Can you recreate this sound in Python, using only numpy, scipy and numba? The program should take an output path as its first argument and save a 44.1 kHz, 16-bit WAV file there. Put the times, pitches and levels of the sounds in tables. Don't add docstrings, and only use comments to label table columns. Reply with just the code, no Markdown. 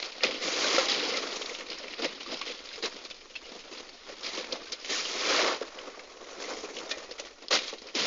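import sys
import numpy as np
from scipy import signal
from scipy.fft import rfft, irfft, next_fast_len
from scipy.io import wavfile
from scipy.ndimage import uniform_filter1d
from numba import njit

SR = 44100
rng = np.random.default_rng(int(sys.argv[2]) if len(sys.argv) > 2 else 0)


def to_wav(s):
    ch = np.atleast_2d(s).T
    pcm = np.round(np.clip(ch, -1, 1) * 32767)
    wavfile.write(sys.argv[1], SR, pcm.astype(np.int16))


def amplitude_ratio(level_db):
    exponent = np.asarray(level_db, float) / 20
    return 10 ** exponent


N = 355446

# f/Hz, level/dB
COLOUR = [(65, -64.5), (110, -35.5), (227, -13.5), (289, -8.5), (494, -3.5), (843, -13), (1090, -7.5),
          (1370, -7.5), (1600, -12), (2180, -9), (2920, -8), (4120, -7.5), (5070, -7), (6800, -10.5),
          (8840, -46), (15000, -120)]
# f/Hz, level/dB
RUMBLE = [(15, -0.5), (40, -7), (62, -5), (80, -15.5), (105, -40), (200, -58.5), (500, -110)]
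# f/Hz, level/dB
PHONE_EDGE = [(6800, 0), (7100, -4), (7500, -12), (7900, -18), (8030, -30), (8300, -17), (8600, -24),
              (8900, -29), (9150, -40), (9300, -80)]

# t/s, level/dB
BLADE_KNOCKS = [
    (.234, -35),
    (6.912, -35.5),
]
# f/Hz, level/dB, t60/s
BLADE_MODES = [(641, -8.5, 0.17), (5700, -7, 0.081), (1850, -7.5, 0.24), (1980, -6.5, 0.17),
               (2450, -5.5, 0.17), (3600, -10, 0.1)]
# t/s, level/dB
CLINKS = [
    (3.354, -42),
    (3.3575, -42),
    (3.3615, -37.5),
]
# f/Hz, level/dB, t60/s
CLINK_MODES = [(2510, -18, 0.081), (2660, 0, 0.056), (2990, -13, .05), (3270, -3, 0.045), (4250, -6, .04),
               (5050, -12, 0.04)]
# f/Hz, width/Hz, level/dB
SCRAPE_MODES = [(506, 18, -11), (1125, 13, -9), (2136, 76, -6.5), (2390, 18, -6.5), (3290, 25, -9.5),
                (4040, 190, -10), (4900, 130, -15)]
# t/s, peak level/dB, f/Hz
TOCKS = [(0.781, -14.5, 532), (.782, -19, 1356), (2.414, -31, 1120), (4.525, -27.5, 517), (1.993, -31, 496),
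         (7.198, -34, 577), (7.516, -24, 474), (7.532, -23, 546), (7.948, -28, 376), (.236, -26, 512),
         (.237, -22, 2200), (.29, -27, 510), (2.03, -27, 500), (2.06, -29, 520), (2.262, -36, 1166),
         (2.5, -33.5, 496), (2.71, -42, 2100), (2.714, -43, 1600), (3.441, -42, 2871), (3.452, -41, 2900),
         (.884, -27, 3800), (1.702, -35, 4980), (3.342, -46, 2950), (.897, -24, 3350), (.906, -26, 3380),
         (.921, -28, 3400), (5.0, -29, 4900), (5.004, -29, 5540), (5.057, -31, 2810), (5.205, -30, 4700),
         (6.916, -35, 5200), (4.728, -38, 500), (5.3, -26, 2360), (5.36, -30, 2200), (5.46, -28, 1170),
         (4.93, -28, 1830), (4.945, -34, 1870), (4.86, -41, 2800), (.43, -36, 2250), (1.0, -33, 4070),
         (1.06, -33, 4250), (6.876, -42, 3680), (6.915, -42, 3500), (7.112, -35, 495), (7.59, -30.5, 2410)]
# t/s, peak level/dB, f/Hz
CRACKS = [(0.0274, -33, 4220), (0.2341, -23, 4260), (.309, -30, 2620), (.207, -35, 2400),
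          (1.5487, -29.5, 3020), (1.607, -32, 2380), (1.7004, -35, 4000), (1.784, -39, 5430),
          (1.936, -35, 2300), (1.941, -36, 4180), (2.0204, -33, 4350), (2.05, -30, 3200),
          (2.0438, -29, 2620), (2.3431, -35, 4230), (2.4138, -28, 3600), (2.826, -33, 4060),
          (2.839, -35, 3060), (2.856, -28, 4500), (3.05, -38, 4520), (3.11, -37, 3600), (4.258, -36, 4900),
          (4.35, -34, 4900), (4.5232, -25.5, 4120), (4.5255, -28, 4600), (4.721, -30, 5080),
          (4.7262, -29.5, 4820), (4.733, -33, 4040), (5.788, -38, 2750), (5.994, -42, 2130),
          (0.679, -31, 3960), (0.699, -34, 3200), (.916, -27, 4300), (1.051, -30, 4230), (1.17, -32, 4500),
          (1.273, -32, 4230), (1.425, -35.5, 3380), (5.21, -31, 4600), (5.365, -31, 4000),
          (5.39, -24, 2180), (5.41, -30, 2450), (7.571, -31, 3500), (6.912, -30, 4640), (7.111, -40, 4700),
          (7.197, -38, 5640), (7.483, -37, 4370)]
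# t/s, peak level/dB, f/Hz
THUDS = [(.219, -44, 465), (.411, -29.5, 516), (.477, -29, 520), (1.03, -31, 503), (1.12, -29, 504),
         (1.145, -26, 520), (1.175, -29, 495), (1.318, -33, 395), (1.51, -32, 499), (1.689, -39.5, 482),
         (1.801, -36, 606), (2.288, -40, 397), (2.465, -36, 494), (2.778, -37.5, 458), (2.795, -41, 450),
         (2.837, -28.5, 475), (2.94, -36, 333), (3.47, -43, 504), (4.374, -34, 596), (4.901, -28, 330),
         (2.006, -30.5, 490), (5.151, -31.5, 340), (5.31, -24.5, 520), (5.383, -21, 642), (5.872, -35, 583),
         (6.325, -41, 480), (6.636, -33, 420), (6.7, -37, 435), (7.238, -43, 430), (6.766, -36, 480)]

# t/s, peak level/dB, clack f/Hz, thud level above peak/dB
THUMPS = [(0.0567, -31.5, 4900, 0.5), (.2069, -38, 2390, 2), (0.2342, -10.5, 2280, -1),
          (.343, -24, 2980, -15), (.414, -28, 2200, -14), (1.358, -23.5, 6500, -0.5), (1.493, -25, 2100, 0),
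          (1.5894, -36, 3080, -2), (1.607, -32, 2330, -2), (1.8368, -30, 2210, 3), (1.926, -31, 2680, -3),
          (1.992, -26.5, 1470, -3), (2.0202, -23, 4230, 3.5), (2.0439, -19, 2140, -2),
          (2.126, -38, 4430, -6.5), (2.272, -34, 3500, 2), (2.3185, -30, 5200, -6), (2.837, -28, 3450, -17),
          (4.192, -35, 3650, -13), (4.5238, -27.5, 4300, 2.5), (4.889, -32, 1970, 6), (4.905, -26, 3930, 3),
          (6.4194, -33, 5600, 0), (6.4388, -26, 2150, -7), (6.697, -33, 2020, -6), (6.766, -26, 3000, -5),
          (6.786, -30, 3480, -8), (6.911, -24, 1870, -8), (7.196, -31, 3810, -2), (7.2505, -33.5, 3480, -2)]
# t/s, peak level/dB, clack f/Hz, t60/s
CLACKS = [(0.0266, -24.5, 3900, 0.028), (.309, -26.5, 2920, 0.087), (0.434, -24, 2500, 0.09),
          (0.7818, -16, 1850, 0.057), (0.884, -22, 4050, 0.047), (0.9176, -17.5, 3600, .08),
          (1.169, -23, 4700, 0.077), (1.266, -25.5, 1470, 0.053), (1.417, -25, 3420, 0.063),
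          (1.4575, -26.5, 4130, .07), (1.5479, -28.5, 2750, 0.051), (1.7, -28, 4760, 0.076),
          (1.729, -29, 4740, 0.063), (2.3428, -29.5, 3730, 0.05), (2.4127, -25, 2280, 0.087),
          (2.827, -33, 2050, 0.076), (3.049, -29.5, 4550, 0.054), (3.1095, -30, 3500, 0.055),
          (3.356, -32, 3500, 0.077), (4.237, -28, 5060, 0.16), (4.371, -25.5, 2800, 0.073),
          (4.556, -31, 3700, 0.12), (4.7188, -29, 4820, 0.067), (7.111, -28.5, 4900, 0.053),
          (7.4833, -31, 4700, 0.022), (7.511, -17, 4450, 0.093), (7.524, -12.5, 4700, 0.12),
          (7.676, -32, 4600, 0.036), (7.949, -21.5, 5000, 0.079), (7.9714, -30, 5117, 0.045)]
# t/s, peak level/dB, f/Hz
PEBBLES = [(0.1208, -31, 4170), (.5068, -39, 3900), (1.3193, -28.5, 3970), (1.784, -33, 5200),
           (1.936, -36, 2120), (2.204, -31, 2840), (2.37, -29.5, 4790), (2.39, -32, 5200),
           (2.671, -33, 3600), (3.0994, -33.5, 4900), (3.89, -35, 4600), (4.443, -29, 2450),
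           (4.634, -36.5, 4230), (4.7987, -35, 5260), (4.846, -32.5, 2860), (5.053, -27, 2840),
           (5.787, -33, 2770), (6.645, -33.5, 2450), (6.913, -23.5, 3640), (7.0595, -40, 2020),
           (7.197, -26.5, 6400), (7.183, -39, 2040), (7.783, -34, 4370), (5.993, -35, 2040),
           (7.8166, -44, 2170), (7.868, -35.5, 4860), (7.885, -35, 2310)]
# t/s, peak level/dB
BUMPS = [(2.24, -53), (2.483, -35), (2.959, -43), (3.549, -36), (3.711, -38.5), (4.099, -45), (4.215, -37),
         (4.373, -24.5), (4.636, -40), (5.608, -22.5), (5.748, -31.5), (5.871, -29), (5.971, -34),
         (6.211, -30.5), (6.53, -34), (6.632, -28), (7.04, -46), (7.434, -40), (7.724, -27.5), (7.85, -42)]
# t/s, peak level/dB, f/Hz
TICKS = [(1.665, -37, 2350), (1.8813, -32, 2360), (1.9065, -37, 4030), (2.229, -32, 5160),
         (2.328, -32, 4960), (2.656, -35.5, 4960), (2.689, -33, 4000), (2.728, -42, 2290),
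         (2.7612, -39, 4640), (2.9762, -43, 3320), (3.1443, -38, 5010), (3.215, -45, 2330),
         (3.342, -48, 3030), (3.4172, -46, 3920), (3.451, -45, 5000), (3.5916, -42, 5040),
         (3.7115, -48, 5090), (3.7499, -36, 2770), (4.034, -43, 2140), (4.1684, -40, 4860),
         (4.812, -39, 4970), (5.9567, -44, 2260), (6.242, -40.5, 2200), (6.3505, -44, 2060),
         (6.7423, -39, 4190), (6.9821, -34, 6560), (7.4246, -44, 2300), (7.571, -18.5, 3500),
         (7.589, -24, 2520), (7.681, -29, 4530), (7.689, -37, 4030)]

# t/s, trickle level/dB, share of fines/dB, depth of loose bed/dB
HEAP = [(0.0, -45.5, -6.5, -6), (.38, -51.5, -15, 6), (.43, -52, -2.5, 2.5), (.85, -50, -5.5, -7),
        (.92, -50, -10, 5), (1.2, -47, -7.5, -2), (1.5, -56.5, 0, -3.5), (1.72, -45.5, -12, 0.5),
        (2.0, -49, -11.5, 4), (2.35, -47, -12.5, 3.5), (2.65, -50.5, -7.5, -0.5), (3.25, -55.5, -6, 0),
        (4.8, -55, -7, -1), (4.92, -62, -2, 2), (5.5, -60, -6, -15), (6.75, -66, 1.5, -2),
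        (6.95, -62.5, -2.5, -9.5), (8.06, -56.5, -7.5, 3.5)]
# start t/s, end t/s, start level/dB, end level/dB, weight/dB
SLIDES = [(0.233, 0.281, -30, -34, -6.5), (0.307, 0.389, -44, -40, -3), (0.423, 0.764, -36.5, -29.5, -3.5),
          (0.787, 0.859, -29, -33.5, -5), (0.961, 1.183, -34.5, -34.5, -4), (1.217, 1.628, -40, -48.5, 0),
          (3.45, 3.604, -53.5, -52, -19), (3.724, 3.788, -47.5, -46.5, -2), (7.427, 7.442, -52, -64, 4),
          (4.229, 4.282, -41.5, -36.5, -8), (4.307, 4.353, -45, -38, -6), (4.384, 4.417, -38, -41.5, -2.5),
          (4.902, 5.009, -31.5, -35, -14.5), (5.045, 5.13, -39, -41, -23), (5.398, 5.533, -32.5, -35.5, 2),
          (7.585, 7.747, -37.5, -48.5, -8), (7.959, 8.1, -30, -32, -7)]
# start t/s, end t/s, start level/dB, end level/dB, weight/dB
SPILLS = [(0.209, 0.22, -45, -43, -2), (0.886, 0.95, -30, -30, -10), (2.258, 2.34, -47.5, -39, -2),
          (2.705, 2.8, -46, -48, -9), (2.826, 2.861, -35, -31.5, -4), (2.875, 2.88, -41, -43.5, -8),
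          (3.12, 3.07, -43, -43, -14), (4.722, 4.737, -32, -37, -20), (4.826, 4.845, -52, -46, -18),
          (4.847, 4.895, -45, -45.5, -14), (6.893, 6.91, -47, -40, -18), (6.993, 7.005, -55, -58, -6),
          (7.182, 7.187, -46, -42, -3), (7.25, 7.26, -41.5, -45.5, -0.5), (7.509, 7.56, -27, -26.5, -5),
          (7.66, 7.7, -44, -45, -25)]
# peak t/s, rise per 10 dB/s, fall per 10 dB/s, level/dB, weight/dB
SWELLS = [(0.0, .05, -0.02, -27, -5), (.05, 2.9, 0.01, -41.5, -13), (.3, -0.07, 0, -46, 9),
          (1.152, -0.06, -0.02, -40.5, 12), (1.716, -0.32, 0.01, -37.5, -1), (2.051, 0.04, 0.02, -35, 1.5),
          (2.135, 0.1, -0.24, -40, -4.5), (2.21, -0.04, -0.3, -46, -4), (2.33, 0.05, -0.1, -42, -3),
          (2.48, 0.04, 0.08, -38, -14), (2.55, -0.07, -0.1, -41, -11), (2.6, 0, -0.6, -51.5, -11),
          (2.79, -0.1, 0, -44, -6), (2.92, -1.2, 0.2, -47.5, -0.5), (3.54, 0.13, 0.1, -54.5, 6),
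          (3.8, 0.24, 0.16, -53, 1), (4.1, 0.06, .08, -48.5, 1.5), (4.21, -0.09, -0.13, -38.5, -10),
          (4.47, -0.08, 0, -41, -4), (4.56, 0.08, -0.16, -44.5, 5), (4.634, 0.17, -0.34, -52, 5),
          (4.74, 0.4, -3.5, -51, -4), (5.362, 0.2029, 0.0741, -28, -4), (5.628, 0, 0, -40, 5),
          (5.69, 1, -1.5, -51, -1), (5.79, 0.16, 0.4, -51.5, 5), (6.52, 0.22, 0.09, -44, 4.5),
          (6.645, 0.24, .05, -49, 5), (6.794, 0.13, 0.38, -48.5, 5.5), (6.934, -0.65, 0.2, -52, 2),
          (7.24, -0.47, 0, -49, 3), (7.34, .06, -0.35, -58.5, 2), (7.82, 0, 0.1, -50.5, 2)]


def level(x, db):
    return x * amplitude_ratio(db) / np.sqrt(np.mean(x ** 2))


def colour(x, points):
    hz, db = np.transpose(points)
    size = next_fast_len(N + SR)
    bins = np.arange(4097) * SR / 8192 + 1
    cep = irfft(np.interp(np.log(bins), np.log(hz), db) * np.log(10) / 20)
    cep[1:4096] *= 2
    cep[4097:] = 0
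    response = irfft(np.exp(rfft(cep)))
    return irfft(rfft(x, size) * rfft(response, size), size)[:N]


def stone_colour(x):
    return colour(x, COLOUR[:-2])


@njit
def damped_sines(start, hz, t60, size):
    out = np.zeros(N)
    for k in range(len(start)):
        p = np.exp(2j * np.pi * hz[k] / SR - np.log(1000) / (t60[k] * SR))
        z = size[k] + 0j
        for i in range(max(start[k], 0), min(N, start[k] + int(t60[k] * SR))):
            out[i] += z.imag
            z *= p
    return out


def ring(s, hz, t60, size):
    rows = np.broadcast_arrays(s, hz, t60, size)
    s, hz, t60, size = (np.array(r, float, order="C").ravel() for r in rows)
    return damped_sines((s * SR).astype(np.int64), hz, t60, size)


def grains(s, hz, cycles, size):
    hz = np.clip(hz, 60., 9000.)
    return ring(s, hz, cycles / hz, size * np.sqrt(hz / 3000))


def walk(rate):
    k = int(SR / rate)
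    held = np.repeat(rng.standard_normal(N // k + 1), k)
    return 1.63 * uniform_filter1d(held, k)[:N]


def outdoors():
    hiss = stone_colour(rng.standard_normal(N))
    return level(hiss * amplitude_ratio(walk(2.6)), -59)


def strike(knocks, modes):
    s, db = np.array(knocks).T[:, :, None]
    hz, mode_db, t60 = np.tile(np.transpose(modes), 2)
    detune, uneven = rng.standard_normal((len(knocks), 2, len(hz))).transpose(1, 0, 2)
    return ring(s, hz * (1 + 0.0083 * detune), np.minimum(t60, .3), amplitude_ratio(db + mode_db + 1.6 * uneven))


def tocks():
    s, db, hz = np.transpose(TOCKS)
    return ring(s, hz, 0.03 + 20 / hz, amplitude_ratio(db))


def cracks():
    s, db, hz = np.transpose(CRACKS)[:, :, None]
    stagger_s = .0015 * np.array([2, 0, 0, 1, 1])
    partials = 1 + .22 * np.array([-1, -.37, 0, .56, 1])
    return ring(s + stagger_s, hz * partials, 0.018, amplitude_ratio(db - 2.5))


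def hollow_thuds():
    s, db, hz = np.transpose(THUDS)[:, :, None]
    return ring(s + np.array([0, .004]), hz * np.array([1, .93]), .09, amplitude_ratio(db - 4.5))


def blade_and_stones():
    steel = strike(BLADE_KNOCKS, BLADE_MODES) + strike(CLINKS, CLINK_MODES)
    stones = tocks() + cracks() + hollow_thuds()
    no_bass = signal.butter(4, 300, "high", fs=SR, output="sos")
    return signal.sosfilt(no_bass, steel + stones)


def landings():
    hard_thud_db = -24.5
    rows = [(s, db, hz, thud_db, .08) for s, db, hz, thud_db in THUMPS]
    rows += [(s, db, hz, hard_thud_db, t60) for s, db, hz, t60 in CLACKS]
    rows += [(s, db, hz, -18, .07) for s, db, hz in PEBBLES]
    rows += [(s, db - 9.5, 1100, 14.5, .06) for s, db in BUMPS]
    rows += [(s, db, hz, hard_thud_db, 0.033) for s, db, hz in TICKS]
    columns = np.array(rows).T[:, :, None]
    grit_db = -14.5 - 1.5 * np.log2(columns[2] / 3500)
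    return *columns, grit_db


def clumps(count=140):
    s, db, hz, thud_db, t60, grit_db = landings()
    t60 = np.clip(t60, .005, .4)
    late, pitch, tuned, size, sign = rng.random((len(s), 5, count)).transpose(1, 0, 2)
    late = late ** 1.4
    fade_db = 42 * late
    bulk = np.clip(.6 + late * t60 / .006, 0, 1)
    size = bulk * amplitude_ratio(db - fade_db - 0.67 * np.log(1 - size)) * np.sign(sign - .5)

    lead = np.arange(count) < 4
    lead_size = amplitude_ratio(db - 0.5) * (0.054 / t60) ** 1.1
    tuned = (tuned < .2) | lead
    clack_hz = np.where(tuned, hz * (0.88 + .24 * pitch), 1100 + 6900 * pitch)
    lean_db = (grit_db + 8.5) * np.clip(1.6 * pitch - .4, -.3, 1) - 9 * (pitch < .12)
    lean_db = np.where(tuned, 0, lean_db)
    cycles = np.where(lead, 16., np.where(tuned, 35., 18.))
    clack_s = s + late * t60 * np.where(lead, .03, 1)
    clack_size = np.where(lead, lead_size, size * amplitude_ratio(lean_db + 1.5))
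    clack = grains(clack_s, clack_hz, cycles, clack_size)

    thud_s = s + 0.0036 + late * t60 * 1.6
    thud = grains(thud_s, 290 + 480 * pitch, 3.27, size * amplitude_ratio(thud_db + 4.0))
    return stone_colour(clack + thud)


def curves(table):
    s, *columns = np.transpose(table)
    return [np.interp(np.arange(N) / SR, s, c) for c in columns]


def peak(t, start, end, start_db, end_db, rise, fall):
    before = np.maximum(start - t, 0) / max(rise, .002)
    after = np.maximum(t - end, 0) / max(fall, .004)
    return np.interp(t, [start, end], [start_db, end_db]) - 10 * (before + after)


def work():
    t = np.arange(N) / SR
    trickle_db, fines_db, depth_db = curves(HEAP)
    moves = [(trickle_db, -4.5)]  # level/dB, weight/dB
    # rise and fall per 10 dB, in s
    moves += [(peak(t, a, b, a_db, b_db, 0.0087, 0.032), w) for a, b, a_db, b_db, w in SLIDES]
    moves += [(peak(t, a, b, a_db, b_db, 0.0019, 0.016), w) for a, b, a_db, b_db, w in SPILLS]
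    moves += [(peak(t, s, s, db, db, rise, fall), w) for s, rise, fall, db, w in SWELLS]
    power = amplitude_ratio(2 * np.array([move_db for move_db, _ in moves]))
    weight_db = np.array([w for _, w in moves])

    def total(gain_db):
        return 10 * np.log10(amplitude_ratio(2 * gain_db) @ power)

    clatter_db = total(0 * weight_db)
    roll_db = total(-5 + 0.6 * weight_db) - 0.33 * depth_db
    return clatter_db + fines_db, clatter_db, roll_db, total(weight_db), depth_db


def slips(count, spread_db, t60):
    when, size = rng.random((count, 2)).T
    kicks = np.zeros(N)
    kicks[(when * N).astype(int)] = amplitude_ratio(-spread_db * np.log(1 - size))
    return 1.5 + signal.lfilter([1], [1, -np.exp(-np.log(1000) / (t60 * SR))], kicks)


def stream(lo_hz, hi_hz, cycles, spread_db, surge, count):
    s, pitch, size, sign, hard = rng.random((count, 5)).T
    cycles = cycles * amplitude_ratio(-4.5 * np.log(1 - hard))
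    size = amplitude_ratio(-spread_db * np.log(1 - size)) * np.sign(sign - .5) / np.sqrt(cycles)
    shower = grains(s * N / SR, lo_hz + (hi_hz - lo_hz) * pitch, cycles, size)
    shower = stone_colour(shower) * surge
    slow_power = uniform_filter1d(uniform_filter1d(shower ** 2, SR // 8), SR // 8)
    return shower / np.sqrt(slow_power)


def blade_song(stones, clatter_db):
    song = np.zeros(N)
    for hz, width, db in SCRAPE_MODES:
        song += amplitude_ratio(db) * signal.lfilter(*signal.iirpeak(hz, hz / width, fs=SR), stones)
    return amplitude_ratio(0.2 * (clatter_db + 32)) * song


def gravel():
    grit_db, clatter_db, roll_db, bed_db, depth_db = work()
    sparse = np.clip((-24 - clatter_db) / 20, .5, 1.2)
    slide = slips(count=500, spread_db=.7, t60=.04) ** sparse
    grit_surge = slide * amplitude_ratio(0.92 * sparse * walk(30))
    clatter_surge = slide * amplitude_ratio(1.1 * sparse * walk(30))
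    roll_surge = slide ** 0.42 * amplitude_ratio(2.2 * sparse * walk(30))
    bed_surge = slide ** 0.89 * amplitude_ratio(1.2 * sparse * walk(20))

    grit = stream(5200., 8000., 51.0, 0.82, grit_surge, count=35000)
    clatter = stream(1750., 5320.0, 17.7, 0.66, clatter_surge, count=45000)
    roll = stream(780., 1950., 11.4, 1.7, roll_surge, count=16000)
    bed = stream(300., 895.0, 7.2, 1.96, bed_surge, count=6500)
    deep_bed = stream(110., 314.0, 5.5, 2.1, slide ** 0.39, count=1700)
    bed = bed + amplitude_ratio(depth_db - 7.5) * deep_bed
    rattle = stream(1800., 2600., 25., 1.8, slide, count=6000)
    chink = stream(600., 5200., 100., 3.3, slide, count=3500)

    stones = amplitude_ratio(grit_db) * grit + amplitude_ratio(clatter_db) * clatter
    stones += amplitude_ratio(roll_db) * roll + amplitude_ratio(bed_db - 1.0) * bed
    stones += amplitude_ratio(roll_db - 7.5) * rattle + amplitude_ratio(clatter_db - 8) * chink
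    return stones + blade_song(stones, clatter_db)


def scene():
    return (outdoors() + blade_and_stones() + clumps() + gravel())[None]


def roll_off(x):
    return signal.sosfilt(signal.butter(12, 9200, fs=SR, output="sos"), x)


def record(dry):
    phone_sr = 16000
    low_pass = signal.cheby2(12, 60, 8300, fs=SR, output="sos")
    x = signal.sosfilt(low_pass, dry[0])
    mirror = 1 + np.cos(2 * np.pi * phone_sr * np.arange(N) / SR)
    x = colour(x * mirror, PHONE_EDGE)
    rumble = level(colour(rng.standard_normal(N), RUMBLE), -67)
    x = signal.lfilter(*signal.iirnotch(103., 2.5, fs=SR), x + rumble)
    x = x + .0005
    return roll_off(x[None])


dry = scene()
out = record(dry)
to_wav(out)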